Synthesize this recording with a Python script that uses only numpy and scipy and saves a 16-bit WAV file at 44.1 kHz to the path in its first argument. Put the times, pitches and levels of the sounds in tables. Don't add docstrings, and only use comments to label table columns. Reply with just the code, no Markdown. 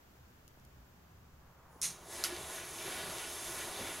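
import sys
import numpy as np
from scipy import signal
from scipy.fft import rfft, irfft, next_fast_len
from scipy.io import wavfile
from scipy.ndimage import map_coordinates

SR = 44100
rng = np.random.default_rng(int(sys.argv[2]) if len(sys.argv) > 2 else 0)


def dump_mix(stems):
    frames = np.atleast_2d(stems).T
    limited = np.clip(frames, -1, 1)
    pcm = np.round(limited * 32767).astype(np.int16)
    wavfile.write(sys.argv[1], SR, pcm)


N = 176400

# f/Hz, left-right likeness
NARROW = [(100, .998), (400, 0.99), (1300, 0.96), (2400, 0.97), (4400, 0.92), (12000, 0.98)]
# f/Hz, left-right likeness
WIDE = [(60, 1), (200, 0.9), (400, 0.49), (800, 0.16), (2000, 0.099), (6000, 0.11), (12000, 0.18)]


def amp(db):
    return 10 ** (np.asarray(db) / 20)


def unit(x):
    return x / np.sqrt(np.mean(x ** 2) + 1e-20)


def along(points, hz):
    f, v = np.transpose(points)
    return np.interp(np.log(hz + 1), np.log(f + 1), v)


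def since(s):
    return np.arange(N) / SR - s


def fader(points):
    return amp(np.interp(since(0), *np.transpose(points)))


def pan_right(db):
    return amp(db * np.array([[-1], [1]]))


def wobble(per_s):
    return map_coordinates(rng.standard_normal(2000), [since(0) * per_s], mode="wrap")


def burst(s, rise, hold, t60):
    t = since(s)
    return np.clip(t / rise, 0, 1) * np.exp(-np.log(1000) * np.maximum(t - hold, 0) / t60)


def ring(modes, s, rise):
    return sum(amp(db) * burst(s, rise, rise, t60) * np.sin(2 * np.pi * hz * since(s))
               for hz, db, t60 in modes)


def filtered(x, response):
    size = next_fast_len(N + SR // 4)
    return irfft(rfft(x, size) * response(np.fft.rfftfreq(size, 1 / SR)), size)[..., :N]


def coloured(x, response, image=NARROW):
    def mid_side(hz):
        angle = np.arccos(np.clip(along(image, hz), 0, .999)) / 2
        return response(hz) * np.array([np.cos(angle), np.sin(angle)])
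    mid, side = filtered(x, mid_side)
    return unit(np.array([mid + side, mid - side]))


def noise(eq, peaks=(), image=NARROW):
    def response(hz):
        peaks_db = sum(db / (1 + (2 * (hz - centre) / width) ** 2) for centre, width, db in peaks)
        return amp(along(eq, hz) + peaks_db)
    return coloured(rng.standard_normal((2, N)), response, image)


def grains(eq, per_s):
    hits = rng.random(N) < per_s / SR
    polarity = np.sign(rng.standard_normal((2, N)))
    return coloured(hits * polarity, lambda hz: amp(along(eq, hz)))


def scattered(x, length_s=.03, echo_db=-7):
    size = int(length_s * SR)
    echo = rng.standard_normal(size) * np.linspace(1, 0, size)
    echo *= amp(echo_db) / np.linalg.norm(echo)
    return unit(x + signal.fftconvolve(x, echo[None], axes=1)[:, :N])


def patchy(x, depth_db=1, patch_hz=902, patch_s=.09):
    hz, t, spectrum = signal.stft(x, SR, nperseg=512)
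    grid = np.meshgrid(hz / patch_hz, t / patch_s, indexing="ij")
    swells = map_coordinates(rng.standard_normal(size=(64, 128)), grid, mode="wrap")
    return unit(signal.istft(spectrum * amp(depth_db * swells))[1][:, :N])


def outdoors(left_lead_s=.00014):
    # f/Hz, level/dB
    air_eq = [(60, -19), (200, -2), (380, -2.5), (450, -5), (800, -5), (1200, -7), (1600, -7.5),
              (2000, -12), (3000, -14.5), (4000, -17.5), (7000, -18), (9000, -26.5), (12000, -19),
              (15500, -18.5)]
    rumble_eq = [(20, -6), (35, -18), (55, -4), (75, -2), (95, -8.5), (135, -4.5), (153, -13.5),
                 (180, -9.5), (200, -15.5), (260, -15.5), (600, -81), (2000, -120)]
    swell_eq = [(200, -17), (400, -1), (700, 0), (1100, 3.5), (1600, -5), (2500, -17), (4000, -31),
                (9000, -31)]
    # t/s, level/dB
    air_ride = [(0, -63.5), (.65, -64), (1.1, -64.5), (1.5, -65.5), (2.1, -66.5)]
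    swell_ride = [(0, -86), (1.3, -73), (1.68, -63.5), (2, -62), (2.3, -86)]
    air = fader(air_ride) * noise(air_eq, image=WIDE)
    rumble = noise(rumble_eq, image=WIDE) * amp(-63 + 2.2 * wobble(11))
    lead_s = left_lead_s / 2 * np.array([[1], [-1]])
    bed = filtered(air + rumble, lambda hz: np.exp(2j * np.pi * hz * lead_s))
    return bed + fader(swell_ride) * noise(swell_eq)


def hum(fade_in_s=0.09, drift_rad=0.23):
    # f/Hz, level/dB, start/s
    tones = [(70.6, -72, 0.2), (168.1, -71.5, 0.87)]
    out = np.zeros(N)
    for hz, db, start in tones:
        tone = np.sqrt(2) * np.sin(2 * np.pi * hz * since(0) + drift_rad * wobble(4.52))
        fade_in = np.clip(since(start) / fade_in_s, 0, 1)
        out += amp(db + 0.59 * wobble(5.9)) * fade_in * tone
    return out


def embers(thud_s=.5745, thud_width_s=.00035):
    # t/s, level/dB
    tick_cues = [(0.4789, -49.5), (.486, -57), (0.5988, -60), (0.6503, -54.5)]
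    # f/Hz, level/dB
    tick_eq = [(1200, -16), (4000, -7), (6000, 0.5), (8500, -10), (11000, -4), (15500, -14)]
    ticks = sum(amp(db) * burst(s, rise=0.00016, hold=0.00034, t60=0.0066) for s, db in tick_cues)
    thud = -amp(-48) * np.exp(-(since(thud_s) / thud_width_s) ** 2)
    return ticks * noise(tick_eq, image=WIDE) + thud


def puffs(lowpass_hz=1500):
    # t/s, level/dB, centre f/Hz, half-length/s, band slope/(dB per octave)
    puff_cues = [(.17, -61.5, 73.6, 0.12, 26), (0.806, -55.5, 72, 0.028, 27), (1.171, -63, 75, 0.13, 13),
                 (1.762, -57, 378, 0.0063, 15), (1.88, -57.5, 170, .05, 23), (2.557, -52, 637, 0.016, 32),
                 (2.869, -52, 393, 0.04, 45), (3.06, -59.5, 168, 0.081, 31), (3.86, -55.5, 75, 0.049, 6)]
    out, size = np.zeros(N + SR), SR // 2
    hz, t = np.fft.rfftfreq(size, 1 / SR), np.arange(size) / SR
    for s, db, centre, half_length, slope in puff_cues:
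        band = amp(-slope * np.abs(np.log2((hz + 1) / centre))) / (1 + (hz / lowpass_hz) ** 4)
        air = unit(irfft(rfft(rng.standard_normal(size)) * band, size))
        start = max(round(s * SR) - size // 2, 0)
        swell = np.exp(-((t + start / SR - s) / half_length) ** 2) * np.sqrt(np.hanning(size))
        out[start:start + size] += amp(db) * swell * air
    return out[:N]


def lighter():
    # t/s, level/dB, t60/s
    click_cues = [(1.8135, -52, .02), (1.8163, -24.5, 0.0032), (1.819, -40, .004), (1.822, -32.5, 0.0076),
                  (1.8283, -31, .005), (1.8312, -27, .007)]
    # t/s, level/dB
    gas_ride = [(1.6, -110), (1.72, -73), (1.81, -72), (2.05, -67), (2.2, -100)]
    # f/Hz, level/dB
    steel_eq = [(1200, -34), (4000, -9), (6600, 2), (9000, -4), (10300, 1), (12000, -14), (13800, -19),
                (15500, -26)]
    rasp_eq = [(600, -20), (1500, -12.5), (2100, -6.5), (3200, -8.5), (4000, 0), (4600, -3.5), (5800, 2),
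               (6500, 4), (7800, -5.5), (8800, 2), (10700, 0.5), (12000, -6.5), (13500, -17), (15500, -28)]
    tail_eq = [(1000, -2), (2300, -3), (3200, -4), (4000, -3), (4700, -6), (6400, 9), (7700, -1),
               (10500, -3), (12500, -15), (15500, -13)]
    gas_eq = [(3000, -23), (5200, -7), (6800, -3), (8800, -10), (9800, -3), (10400, 1), (11200, -7),
              (15500, -10)]
    strikes = sum(amp(db) * burst(s, rise=0.00028, hold=0.00082, t60=t60) for s, db, t60 in click_cues)
    clicks = strikes * noise(steel_eq)
    stroke = dict(s=1.818, rise=.013, hold=0.039)
    rasp = amp(-34 + 1.25 * wobble(600)) * burst(**stroke, t60=0.23) * scattered(noise(rasp_eq))
    tail = amp(-51.5) * burst(**stroke, t60=0.69) * scattered(noise(tail_eq))
    gas = fader(gas_ride) * noise(gas_eq)
    return (clicks + rasp + tail + gas) * pan_right(0.66)


def ignition():
    # t/s, crack level/dB, spit level/dB, spit t60/s
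    pop_cues = [(2.2389, -24, -38, 0.17), (2.244, -32, -39.5, 0.21), (2.3646, -44, -52, .06)]
    # f/Hz, level/dB
    crack_eq = [(500, -41), (1350, -8), (1800, -7), (3500, -2), (4800, 4.5), (6500, 0.5), (9000, -4),
                (10200, -5), (11300, 8), (12600, -10), (15500, -21)]
    spit_eq = [(800, -20), (1350, -1.5), (2600, 0), (3400, 3), (4100, -4), (4700, 3.5), (6000, -1),
               (9300, -3), (11200, 2.5), (12600, -13), (15500, -21)]
    # f/Hz, level/dB, t60/s
    pop_modes = [(1313, -38.5, .07), (1424, -39.5, .08), (2050, -45, 0.088)]
    whump_modes = [(350, -39.5, 0.15), (243, -50, 0.041)]
    crack = sum(amp(db) * burst(s, rise=0.00035, hold=0.00076, t60=0.012) for s, db, _, _ in pop_cues)
    spit = sum(amp(db) * burst(s, rise=0.0024, hold=0.0022, t60=t60) for s, _, db, t60 in pop_cues)
    pops = crack * noise(crack_eq) + spit * scattered(noise(spit_eq))
    ping = ring(pop_modes, s=pop_cues[0][0], rise=0.0018)
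    whump = ring(whump_modes, s=2.3185, rise=0.0074)
    return pops * pan_right(.5) + ping + whump


def swoop(half_width_hz=190):
    # t/s, centre f/Hz, level/dB
    sweep = [(3.771, 753, -73), (3.792, 603, -50.5), (3.805, 424, -50), (3.82, 186, -45.5),
             (3.843, 321, -51), (3.856, 480, -51), (3.885, 650, -77)]
    s, hz, db = np.transpose(sweep)
    phase = 2 * np.pi * np.cumsum(np.interp(since(0), s, hz)) / SR
    churn = unit(filtered(rng.standard_normal((2, N)), lambda f: 1 / (1 + (f / half_width_hz) ** 4)))
    envelope = amp(np.interp(since(0), s, db, left=-np.inf, right=-np.inf))
    return envelope * (churn[0] * np.cos(phase) + churn[1] * np.sin(phase))


def snaps(t60=0.0012, band_hz=(1800, 10500)):
    # t/s, level/dB
    snap_cues = [(2.167, -26), (2.4299, -31), (2.924, -30), (3.013, -34), (3.0993, -30), (3.184, -24),
                 (3.585, -28)]
    out, t = np.zeros(N), np.arange(SR // 200) / SR
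    for s, db in snap_cues:
        out[round(s * SR):][:len(t)] += amp(db - 60 * t / t60) * rng.standard_normal(len(t))
    return signal.sosfilt(signal.butter(4, band_hz, btype="band", fs=SR, output="sos"), out)


def flare():
    # t/s, level/dB
    hiss_ride = [(1.85, -110), (1.97, -75), (2.06, -59), (2.13, -48.5), (2.2, -47.5), (2.32, -50.5),
                 (2.48, -49), (2.56, -46), (2.62, -50.5), (2.75, -48.5), (2.92, -45.5), (3.1, -47.5),
                 (3.45, -46), (3.62, -44.5), (3.7, -47.5), (3.88, -46.5), (4, -48)]
    rush_ride = [(1.75, -110), (1.9, -60), (2.06, -63), (2.14, -51), (2.23, -48.5), (2.36, -49),
                 (2.45, -51.5), (2.56, -48.5), (2.66, -51), (2.78, -50), (2.88, -44.5), (3.02, -45),
                 (3.14, -49), (3.21, -46.5), (3.34, -50), (3.47, -48), (3.56, -49.5), (3.62, -45),
                 (3.68, -48.5), (3.88, -45.5), (4, -48.5)]
    roar_ride = [(1.6, -100), (1.85, -63.5), (2.03, -58), (2.13, -53), (2.3, -49.5), (2.48, -51),
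                 (2.64, -53), (2.8, -51), (2.9, -47), (3.12, -48.5), (3.35, -51.5), (3.55, -49.5),
                 (3.8, -47.5), (4, -50)]
    # f/Hz, level/dB
    hiss_eq = [(2500, -16.5), (4200, -13), (5200, -4.5), (6500, 0.5), (7800, -3.5), (9300, -2),
               (10300, 1.5), (11200, -0.5), (12000, -5.5), (13000, -13.5), (15500, -17.5)]
    rush_eq = [(600, -25), (1100, -2), (2000, 0), (2700, -1), (3700, -2), (4300, -3.5), (5200, -8),
               (7000, -30)]
    roar_eq = [(25, -52), (70, 1.5), (125, -6), (150, -9), (205, -9), (260, -1), (305, -6), (360, 2),
               (480, -3.5), (560, 0.5), (800, -1), (1000, -3.5), (1400, -7.5), (3000, -67)]
    # f/Hz, width/Hz, boost/dB
    sizzle_peaks = [(5370, 83, 5.5), (6430, 150, 2.5), (10200, 120, 1.5), (10950, 120, 2.5),
                    (11400, 400, 3)]
    surface_peaks = [(168, 18, 8), (341, 24, 8), (394, 24, 4), (426, 26, 5), (650, 30, 7), (750, 24, 4),
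                     (928, 26, 4), (1060, 130, 5), (1463, 45, 10), (1695, 34, 11), (1851, 45, 6),
                     (1974, 48, 8), (2250, 44, 6), (2344, 38, 7), (2745, 70, 5), (3084, 50, 8),
                     (3478, 50, 10), (3660, 38, 10), (3872, 50, 8), (4069, 60, 6), (4543, 65, 8),
                     (4920, 65, 7)]
    flicker = amp(0.26 * wobble(21.17))
    fizz = noise(hiss_eq, sizzle_peaks)
    sputter = amp(-14) * grains(hiss_eq, per_s=710)
    hiss = fader(hiss_ride) * patchy(scattered(fizz + sputter)) * pan_right(.5)
    rush = fader(rush_ride) * patchy(noise(rush_eq, surface_peaks)) * amp(0.54 * wobble(90))
    roar = fader(roar_ride) * noise(roar_eq, surface_peaks) * amp(0.63 * wobble(25.39))
    return flicker * (hiss + rush + roar)


def scene():
    return outdoors() + hum() + embers() + puffs() + lighter() + ignition() + flare() + swoop() + snaps()


def record(dry):
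    return filtered(dry, lambda hz: hz < 15800)


dry = scene()
out = record(dry)
dump_mix(out)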